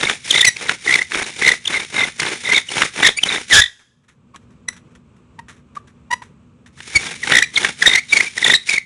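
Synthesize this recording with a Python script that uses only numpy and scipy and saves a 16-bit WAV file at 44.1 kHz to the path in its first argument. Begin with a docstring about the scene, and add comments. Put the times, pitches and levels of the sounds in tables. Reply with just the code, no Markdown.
"""A bow drill on a concrete floor, close to a phone. Stroke after stroke, a wooden spindle grinds in the
socket of a fireboard; its tip knocks, and chirps and squeals where it sticks and slips. At 3.6 s the bow
rests, and the taut cord and the wood creak over a low rumble. At 6.8 s the bowing starts again and runs
to the end. The loudest squeals hit the phone's limiter."""
import sys
import numpy as np
from scipy import signal
from scipy.fft import rfft, irfft
from scipy.io import wavfile
from scipy.ndimage import uniform_filter1d, minimum_filter1d

SR = 44100
rng = np.random.default_rng(int(sys.argv[2]) if len(sys.argv) > 2 else 0)


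def unload_wav(signal):
    """Save mono or channel-first audio to the path in sys.argv[1] as 16-bit WAV at rate SR, clipped to [-1, 1]."""
    wavfile.write(
        sys.argv[1],
        SR,
        np.round(np.clip(np.atleast_2d(signal).T, -1, 1) * 32767).astype(np.int16),
    )


N = 390285
TIME = np.arange(N) / SR
TOP_HZ = 10950  # upper edge of the overtones and of the phone's band

# strokes of the bow: start_s, fastest_s, end_s, grind_db, hiss_db
BOW_STROKES = [(-0.052, 0.06, 0.2, -25, -30), (0.22, 0.376, 0.46, -30, -26.5),
               (0.51, 0.704, 0.78, -31.5, -35), (0.784, 0.939, 1.073, -29, -30.5),
               (1.081, 1.178, 1.364, -28, -31.5), (1.327, 1.48, 1.592, -25.5, -28.5),
               (1.628, 1.747, 1.888, -28, -32.5), (1.879, 2.005, 2.138, -25, -31.5),
               (2.148, 2.253, 2.438, -28, -33), (2.374, 2.54, 2.64, -27.5, -30.5),
               (2.653, 2.812, 2.91, -26.5, -28), (2.907, 3.06, 3.14, -23, -30),
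               (3.179, 3.329, 3.467, -28, -32), (3.476, 3.554, 3.615, -23.5, -24),
               (6.796, 7.052, 7.212, -36, -35.5), (7.193, 7.341, 7.45, -25, -30),
               (7.511, 7.644, 7.75, -28, -30.5), (7.758, 7.895, 8.01, -28, -30),
               (8.076, 8.171, 8.33, -32.5, -30.5), (8.315, 8.497, 8.59, -27.5, -30),
               (8.65, 8.732, 8.78, -35, -26)]
# tone colour of wood grinding on wood: frequency_hz, level_db
GRIND_COLOUR = [(40, -29), (150, -1), (300, -2.5), (450, 0), (660, -7), (880, -1.5), (1100, -6.5),
                (1550, -4.5), (2300, -5.5), (3500, -14), (4500, -25), (10000, -35.5)]


def scrape(grind_db=3, hiss_db=5, turn_hz=33, wobble_db=1.5, catch_db=4, cord_db=-43):
    """Bow speed drives a coarse grinding and a fine hiss; both pulse as the uneven tip turns."""
    # tone colour of the fine friction: frequency_hz, level_db
    hiss_colour = [(500, -30), (1500, -5.5), (2200, 2.5), (2700, -1.5), (3600, 2.5), (4600, -2.5),
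                   (5600, 1), (7000, 0), (8000, -6.5), (9300, 1.5), (11000, -15.5)]
    speed, grind_level, hiss_level = np.zeros((3, N))
    for start, fastest, end, coarse_db, fine_db in BOW_STROKES:
        swing = np.sin(np.pi * np.interp(TIME, [start, fastest, end], [0, .5, 1])).clip(0)
        speed += swing
        grind_level += undb(coarse_db + grind_db) * swing ** 2.35
        hiss_level += undb(fine_db + hiss_db) * swing ** 1.3
    spindle_angle = 2 * np.pi * np.cumsum(turn_hz * speed) / SR
    pressure_db = wobble_db * np.sin(spindle_angle) + catch_db * walk(rate_hz=190)
    coarse_fibres = grains(per_s=5000, spread_db=4) * undb(pressure_db)
    fine_fibres = grains(per_s=16000, spread_db=4) * undb(.6 * pressure_db)
    grind = unit(wood(colour(coarse_fibres, GRIND_COLOUR)))
    hiss = unit(wood(colour(fine_fibres, hiss_colour)))
    # the cord keeps rubbing while the bow turns round
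    bowing = uniform_filter1d((speed > .01) * 1., int(.16 * SR))
    return grind_level * grind + np.hypot(hiss_level, undb(cord_db) * bowing) * hiss


def squeals(gain_db=.5, rasp_db=-5, thump_db=-14, thump_build_s=.024):
    """Friction locks onto a bending mode of the spindle and rasps; loud long squeals carry a low thump."""
    # hard catches of the tip, one squeal each: middle_s, level_db, pitch_hz, length_s, harshness_db
    catches = [(0.074, -5.5, 2160, .0046, -29), (0.311, -0.5, 3460, 0.0058, -9),
               (0.413, -1.5, 3580, 0.0093, -12.5), (0.432, -7.5, 1894, 0.0084, -33),
               (0.451, 2, 2237, 0.0063, -4), (0.568, -18.5, 2400, 0.0047, -8),
               (0.695, -7.5, 1962, .005, -23), (1.657, -12, 3073, .004, -11),
               (1.677, -5.5, 3480, .0045, -11.5), (2.201, -14.5, 2330, .008, -3),
               (2.691, -17, 2930, 0.0039, -14), (2.822, -6.5, 2021, 0.0073, -20),
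               (3.09, -6.5, 3414, 0.0057, -27), (3.189, -10.5, 2393, 0.0063, -38),
               (3.236, -3, 3130, 0.0049, -12), (3.516, -9, 1981, 0.013, -17.5),
               (3.605, -10.5, 1856, .006, -15), (7.237, -12.5, 1977, 0.0086, -11.5),
               (7.426, -2.5, 1920, 0.0048, -10), (7.438, -14.5, 2370, 0.014, -14.5),
               (7.564, -6.5, 3590, 0.007, -26), (7.577, -6, 2153, 0.011, -11),
               (7.826, -2, 1815, 0.0074, -9.5), (7.864, 4, 1910, 0.0068, -8),
               (7.876, -2, 3710, 0.015, -15.5), (7.956, -3.5, 2000, 0.01, -7.5),
               (7.981, -10, 2113, 0.024, -16), (8.109, -26.5, 3750, 0.028, -28),
               (8.133, -1.5, 2280, .012, -14.5), (8.171, -5.5, 2220, 0.016, -11.5),
               (8.207, -3.5, 2074, 0.0091, -18), (8.275, -19.5, 2360, .018, -29),
               (8.381, -11, 1936, 0.0062, -9.5), (8.447, -2.5, 3610, .006, -14.5),
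               (8.48, -9, 3600, 0.011, -12), (8.516, -10, 3614, 0.019, -14.5),
               (8.553, -5.5, 3840, 0.018, -13.5), (8.694, -6.5, 2382, 0.006, -7.5),
               (8.782, -4, 2088, 0.0047, -16.5)]
    # tone colour of the rasp at each slip: frequency_hz, level_db
    rasp_colour = [(100, -13.5), (500, -12), (1400, -7.5), (2500, 1), (3600, 7), (4700, -1), (5700, 8.5),
                   (7000, -2), (11000, -12)]
    tone, rasp, thump = np.zeros((3, N))
    for s, db, hz, length, harsh_db in list(catches) + chatter():
        wave, force = squeal(hz, length, glide(s), harsh_db)
        onset = s - 2 * length
        add(tone, onset, undb(db + gain_db) * wave)
        add(rasp, onset, undb(db + rasp_db) * force)
        add(thump, onset, undb(2 * min(db, 0) + thump_db) * force * min(length / thump_build_s, 1))
    return tone + rasp * noise(rasp_colour) + low_thump(thump)


def squeal(hz, length, semitones, harsh_db, overtones_db=(-1, -5, -10, -14)):
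    """One squeal starts pure, then slips hard and turns harsh. Returns its tone and its slip force."""
    harsh = undb(harsh_db)
    phase, swell = slip_tone(hz, length, semitones, jitter=.024 + .06 * harsh, flutter=.15 + .2 * harsh)
    slipping = harsh * np.roll(swell, int(.19 * length * SR)) ** 1.6  # lags behind the pure tone
    overtones = sum(undb(db) * np.sin(k * phase) for k, db in enumerate(overtones_db, 2)
                    if k * hz < TOP_HZ)
    return swell * np.sin(phase) + slipping * overtones, slipping * (1 + np.cos(phase))


def chatter(scatter_db=1.1, detune_share=.022, swap_db=2.6):
    """The tip squeals once or twice a turn, two modes trading strength. Returns a row per squeal."""
    # runs of chatter: first_s, last_s, gap_s, length_s, first_db, last_db, pitch_hz, upper_mode_db
    runs = [(0.345, 0.397, .017, 0.0085, -8, -11.5, 2060, -1.5),
            (0.88, 0.957, .016, .006, -9, -3, 2076, -17),
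            (0.992, 1.019, .026, .0055, -7, -10.5, 2040, -14.5),
            (1.42, 1.48, .015, 0.0061, -11.5, -0.5, 2034, -17),
            (1.491, 1.519, .029, 0.0065, -2, -6, 2003, -11.5),
            (1.748, 1.774, .016, .011, -12.5, -14.5, 2173, -25),
            (1.968, 2.038, .023, 0.0097, -12.5, -9.5, 2055, -9.5),
            (2.456, 2.521, .022, 0.011, -15, -9, 2074, -13),
            (2.548, 2.58, .015, 0.0091, -7, -6.5, 2190, -6.5),
            (3.034, 3.069, .018, .011, -9.5, 2, 2000, -7),
            (3.292, 3.363, .036, 0.0073, -22, -21.5, 1950, 8),
            (3.539, 3.589, .026, .023, 0, -4, 1694, -3.5), (3.621, 3.661, .02, 0.0077, -8.5, -20, 1916, 1),
            (7.322, 7.387, .016, .0055, -3.5, 1.5, 1920, -7.5),
            (7.897, 7.937, .02, 0.0068, -13.5, -9.5, 1995, 0),
            (8.429, 8.54, .036, 0.0056, -8, 0.5, 1927, -11),
            (8.716, 8.765, .023, .017, -12.5, -16, 2260, -12)]
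    events = []
    for first, last, gap, length, first_db, last_db, hz, upper_db in runs:
        count = round((last - first) / gap) + 1
        upper_hz = 2707 + .45 * hz
        chance = rng.standard_normal((16, 3))
        for place, (size, detune, swap) in zip(np.linspace(0, 1, count), chance):
            s = first + place * (last - first)
            db = first_db + place * (last_db - first_db) + scatter_db * size
            tuning = 1 + detune_share * detune
            harsh_db = min(-13 + .97 * db + 329.5 * length, 0)  # louder and longer is harsher
            events.append((s, db - swap_db * swap / 2, hz * tuning, length, harsh_db))
            events.append((s, db + upper_db + swap_db * swap, upper_hz * tuning, length, harsh_db))
    return events


def glide(s, sag_semitones=-.4, semitones_per_s=14, spread_semitones=1.2):
    """Pitch sags as the tip lets go; squeals tend to fall as the bow speeds up and rise as it slows."""
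    lateness_s = min((s - fastest for _, fastest, *_ in BOW_STROKES), key=abs)
    return sag_semitones + semitones_per_s * lateness_s + spread_semitones * rng.standard_normal()


def slip_tone(hz, length, semitones, jitter, flutter, growth_s=.01, waver_hz=240):
    """Phase and swell of a stick-slip tone, bent from -semitones to +semitones; long ones level off."""
    position = np.linspace(-2, 2, int(4 * length * SR))  # in lengths from the middle
    pole = np.exp(-2 * np.pi * waver_hz / SR)
    waver = signal.lfilter([1], [1, -pole], rng.standard_normal((2, len(position))))
    waver /= waver.std()
    pitch_hz = hz * 2 ** (semitones * np.tanh(position) / 12) * (1 + jitter * waver[0])
    swell = .5 ** (np.abs(2 * position) ** (.84 + length / growth_s)) * np.exp(flutter * waver[1])
    return 2 * np.pi * np.cumsum(pitch_hz) / SR, swell


def chirps(gain_db=9, crunch_db=3, low_hz=2170, high_hz=3560, length_s=.005, per_stroke=8):
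    """Weak squeals in every stroke: one of two modes starts to sing, then breaks off in a crunch."""
    tone, crunch = np.zeros((2, N))
    for start, fastest, end, grind_db, _ in BOW_STROKES:
        for k, (place, mode, detune, size) in enumerate(rng.random((per_stroke, 4))):
            travel = .18 + .64 * (k + place) / per_stroke
            s = np.interp(travel, [0, .5, 1], [start, fastest, end])
            hz = (low_hz if mode < .6 else high_hz) * (1 + .103 * (detune - .5))
            gain = undb(grind_db + 7 * (size - .5)) * np.sin(np.pi * travel) ** 2
            phase, swell = slip_tone(hz, length_s, semitones=-1, jitter=.058, flutter=.19)
            add(tone, s - 2 * length_s, gain * undb(gain_db) * swell * np.sin(phase))
            add(crunch, s - length_s, gain * undb(crunch_db) * swell ** 4)
    return tone + crunch * unit(wood(noise(GRIND_COLOUR)))


def knocks(gain_db=2, rise_s=.00027, decay_s=.0024, above_grind_db=12, scatter_db=3, spread_s=.04):
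    """The tip catches and drops back with a short woody crunch; two small jumps come near top speed."""
    # hard jumps of the tip in its socket: start_s, level_db
    hard_jumps = [(0.032, -8), (0.097, -6.5), (0.694, -4), (1.119, -13), (1.741, -13), (2.197, -9),
                  (2.534, -5.5), (2.781, -7), (2.819, 2.5), (3.03, -1.5), (6.804, -22.5), (7.273, -10),
                  (7.321, -0.5), (7.647, -1.5), (8.124, -22)]
    # tone colour of the impact: frequency_hz, level_db
    knock_colour = [(25, -35), (60, -22.5), (400, -8.5), (700, -10.5), (1500, 4.5), (2300, 0), (3500, -1),
                    (4800, -11.5), (7000, -12), (11000, -22.5)]
    small_jumps = [(fastest + spread_s * when, grind_db + above_grind_db + scatter_db * size)
                   for _, fastest, _, grind_db, _ in BOW_STROKES
                   for when, size in rng.uniform(-1, 1, (2, 2))]
    force = np.zeros(N)
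    t = TIME[:SR // 20]
    for s, db in list(hard_jumps) + small_jumps:
        add(force, s, undb(db + gain_db) * np.exp(-t / decay_s) * (1 - np.exp(-t / rise_s)))
    return force * unit(wood(noise(knock_colour)))


def wood(force):
    """The contact force, heard directly and through the resonances of spindle and board."""
    # resonances of the wood: pitch_hz, width_hz, level_db
    modes = [(377, 100, -9), (1440, 180, -14.5), (1710, 390, -4.5), (2220, 450, 0.5), (2840, 371, -11),
             (3598, 170, -5.5), (5390, 210, -9)]
    return force + sum(undb(db) * resonate(force, hz, width_hz) for hz, width_hz, db in modes)


def ring_on(x, low_hz=2120, low_db=-19, high_hz=3780, high_db=-17, width_hz=330, rise_s=.013, t60_s=.18):
    """The two main modes of the wood linger faintly after each stroke."""
    t = TIME[:SR // 2]
    response = 0
    for hz, db in [(low_hz, low_db), (high_hz, high_db)]:
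        tail = resonate(rng.standard_normal(len(t)), hz, width_hz)
        tail *= np.exp(-np.log(1000) * t / t60_s) * (1 - np.exp(-t / rise_s))
        response += undb(db) * tail / np.linalg.norm(tail) * np.sqrt(np.pi * width_hz / SR)
    return x + signal.oaconvolve(x, response)[:N]


def creaks(grit_db=-15, overtone_db=-3.5, thump_db=-10):
    """Cord and wood slip in gritty, overtone-rich creaks and long squeals, while bowing and in the pause."""
    # creaks: middle_s, level_db, pitch_hz, length_s, bend_semitones, overtone_slope_db_per_octave
    strains = [(0.479, -5.5, 1980, .025, -1.2, -4), (3.178, -22, 2303, .017, .7, 1.5),
               (4.349, -37, 1114, .014, -0.81, -16), (4.688, -14, 1994, 0.0056, 0, -2.5),
               (5.395, -29, 949, .012, 0.11, -11.5), (5.773, -19, 1152, .008, 0.051, -28.5),
               (6.115, -18.5, 943, 0.013, -0.04, -6.5), (6.134, -13.5, 971, .016, -0.067, -6.5),
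               (6.223, -28, 1013, .007, -0.055, -12.5), (6.965, -3.5, 2229, .02, -1, -6.5)]
    # tone colour of the grit in a creak: frequency_hz, level_db
    grit_colour = [(300, -32), (700, -17.5), (1100, -13), (1700, -4), (2900, -0.5), (4500, -10.5),
                   (5800, -4.5), (7500, -11), (11000, -16.5)]
    tone, grit, thump = np.zeros((3, N))
    for s, db, hz, length, semitones, slope_db in strains:
        jitter, flutter = (.018, .12) if db > -25 else (.05, .3)  # a weak creak never settles
        phase, swell = slip_tone(hz, length, semitones, jitter, flutter)
        orders = np.arange(1, int(TOP_HZ / hz) + 1)
        # overtones near the spindle's own modes stand out
        lift_db = sum(peak_db * np.exp(-((orders * hz - mode_hz) / width_hz) ** 2)
                      for mode_hz, width_hz, peak_db in [(1950, 400, 11), (5800, 500, 5.5)])
        gains = undb(slope_db * np.log2(orders) + (orders > 1) * (overtone_db + lift_db))
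        # the overtones only come in once the slip is strong
        partials = np.sin(np.outer(orders, phase)) * swell ** np.where(orders > 1, 1.7, 1)[:, None]
        onset = s - 2 * length
        add(tone, onset, undb(db) * (gains @ partials))
        add(grit, onset, undb(db + grit_db + slope_db / 2) * swell ** 2 * (1 + np.cos(phase)))
        add(thump, onset, undb(4 * db + thump_db) * swell ** 2)
    return tone + grit * noise(grit_colour) + low_thump(thump)


def low_thump(envelope):
    """A low thump under the loudest long squeals and creaks."""
    # tone colour of the thump: frequency_hz, level_db
    thump_colour = [(15, -10.5), (35, -3), (85, 0), (150, -5), (400, -29)]
    return uniform_filter1d(envelope, SR // 300) * noise(thump_colour)


def rustles(gain_db=2, rise_share=.09, faint_db=-60, scatter_db=3, faint_span_s=(2.9, 5.7), count=9):
    """Brief dry rustles as the grip shifts, with faint ones among them; the longer ones start softly."""
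    # slips of the cord and the resting tip: start_s, level_db, decay_s
    grip_slips = [(3.79, -50, 0.033), (4.081, -48, 0.024), (4.359, -35, 0.0063), (4.684, -29.5, 0.0092),
                  (4.725, -44, 0.02), (4.764, -41, 0.013), (4.951, -42.5, .008), (5.483, -38, 0.027),
                  (5.751, -39, 0.017), (5.872, -49, 0.022), (6.223, -42, 0.023), (6.66, -44, 0.016),
                  (6.773, -43.5, .028), (6.84, -64, 0.067)]
    # tone colour of a rustle: frequency_hz, level_db
    rustle_colour = [(300, -10), (700, -14.5), (1100, -6.5), (1800, -0.5), (2800, -11), (3700, -9),
                     (4700, -21), (5700, -12), (11000, -21.5)]
    faint_slips = [(np.interp(k + place, [0, count], faint_span_s),
                    faint_db + scatter_db * (2 * size - 1), .023)
                   for k, (place, size) in enumerate(rng.random((count, 2)))]
    force = np.zeros(N)
    t = TIME[:SR // 2]
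    for s, db, decay_s in list(grip_slips) + faint_slips:
        attack = 1 - np.exp(-t / (rise_share * decay_s))
        add(force, s, undb(db + gain_db) * attack * np.exp(-t / decay_s))
    return force * unit(colour(grains(per_s=7000, spread_db=4.5), rustle_colour))


def reflections(x, near_db=-19, near_t60_s=.21, far_db=-39, far_t60_s=.68, gap_s=.0092):
    """Nearby walls add quick reflections and a faint longer tail."""
    t = TIME[:SR // 2]
    response = 0
    for db, t60_s in [(near_db, near_t60_s), (far_db, far_t60_s)]:
        tail = rng.standard_normal(len(t)) * np.exp(-np.log(1000) * t / t60_s) * (t > gap_s)
        response += undb(db) * tail / np.linalg.norm(tail)
    return x + signal.oaconvolve(x, response)[:N]


def background(sway_db=1, drift_share=.012):
    """A low rumble with a faint hum; both dip as the bow stops and swell back in the pause."""
    # tone colour of the rumble: frequency_hz, level_db
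    rumble_colour = [(15, -67.5), (25, -35), (59, -8.5), (130, -4), (246, -7), (265, -15), (476, -18),
                     (733, -30), (1160, -23), (1930, -37.5), (2420, -31.5), (4930, -47), (7980, -43),
                     (10800, -63.5), (14100, -96), (22000, -120)]
    # level curve of the background: time_s, level_db
    fader = [(0, -52), (3.502, -51), (3.72, -69.5), (4.0, -60.5), (4.399, -49), (6.8, -49.5), (7.3, -45.5),
             (8.85, -54)]
    # tones of the hum at its loudest: pitch_hz, level_db
    hum_tones = [(75, -59), (140, -59), (241, -54.5)]
    times_s, fader_db = np.transpose(fader)
    level_db = np.interp(TIME, times_s, fader_db)
    rumble = noise(rumble_colour, size=8192) * undb(sway_db * walk(rate_hz=18))
    hum = 0
    for hz, db in hum_tones:
        pitch_hz = hz * (1 + drift_share * walk(rate_hz=9.8))
        hum += np.sqrt(2) * undb(db) * np.sin(2 * np.pi * np.cumsum(pitch_hz) / SR)
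    return rumble * undb(level_db) + hum * undb(level_db - fader_db.max())


def grains(per_s, spread_db):
    """Fibres catching and letting go: random clicks, most of them small."""
    size = undb(spread_db * np.minimum(rng.exponential(size=N), 4))
    return unit((rng.random(N) < per_s / SR) * size * rng.choice([-1, 1], N))


def walk(rate_hz):
    """A smooth random drift at rms 1."""
    step = max(int(SR / rate_hz), 1)
    held = np.repeat(rng.standard_normal(N // step + 1), step)
    return unit(uniform_filter1d(held, step)[:N])


def noise(outline, size=2048):
    """Coloured noise at rms 1."""
    return unit(colour(rng.standard_normal(N), outline, size))


def colour(x, outline, size=2048):
    """Minimum-phase equaliser through (frequency_hz, level_db) points."""
    hz, db = np.transpose(outline)
    bins_hz = np.maximum(np.fft.rfftfreq(size, 1 / SR), 1)
    gain = undb(np.interp(np.log(bins_hz), np.log(hz), db))
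    cepstrum = irfft(np.log(gain))
    cepstrum[1:size // 2] *= 2
    cepstrum[size // 2 + 1:] = 0
    return signal.oaconvolve(x, irfft(np.exp(rfft(cepstrum))))[:N]


def resonate(x, hz, width_hz):
    """Ring one resonance."""
    return signal.lfilter(*signal.iirpeak(hz, hz / width_hz, SR), x)


def undb(db):
    """Decibels to gain."""
    return 10 ** (np.asarray(db) / 20)


def unit(x):
    """Scale to rms 1."""
    return x / np.sqrt(np.mean(x ** 2))


def add(track, start_s, sound):
    """Mix a sound into the track."""
    index = int(start_s * SR) + np.arange(len(sound))
    inside = (index >= 0) & (index < N)
    track[index[inside]] += sound[inside]


def scene():
    """The drill and its reflections over the background, in mono."""
    drill = ring_on(scrape() + squeals() + chirps() + knocks())
    return (reflections(drill + creaks() + rustles()) + background())[None]


def record(dry, ceiling=1.1, window=SR // 1500, clip_top_hz=15800):
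    """The phone's fast limiter holds the peaks, the treble is cut, and what still overshoots clips."""
    headroom = minimum_filter1d(np.minimum(ceiling / (np.abs(dry) + 1e-9), 1), window)
    limited = dry * uniform_filter1d(headroom, window)
    narrow = signal.sosfilt(signal.ellip(8, .2, 70, TOP_HZ, fs=SR, output="sos"), limited)
    clipped = np.clip(narrow, -1, 1)
    return signal.sosfilt(signal.ellip(8, .2, 70, clip_top_hz, fs=SR, output="sos"), clipped)


dry = scene()
out = record(dry)
unload_wav(out)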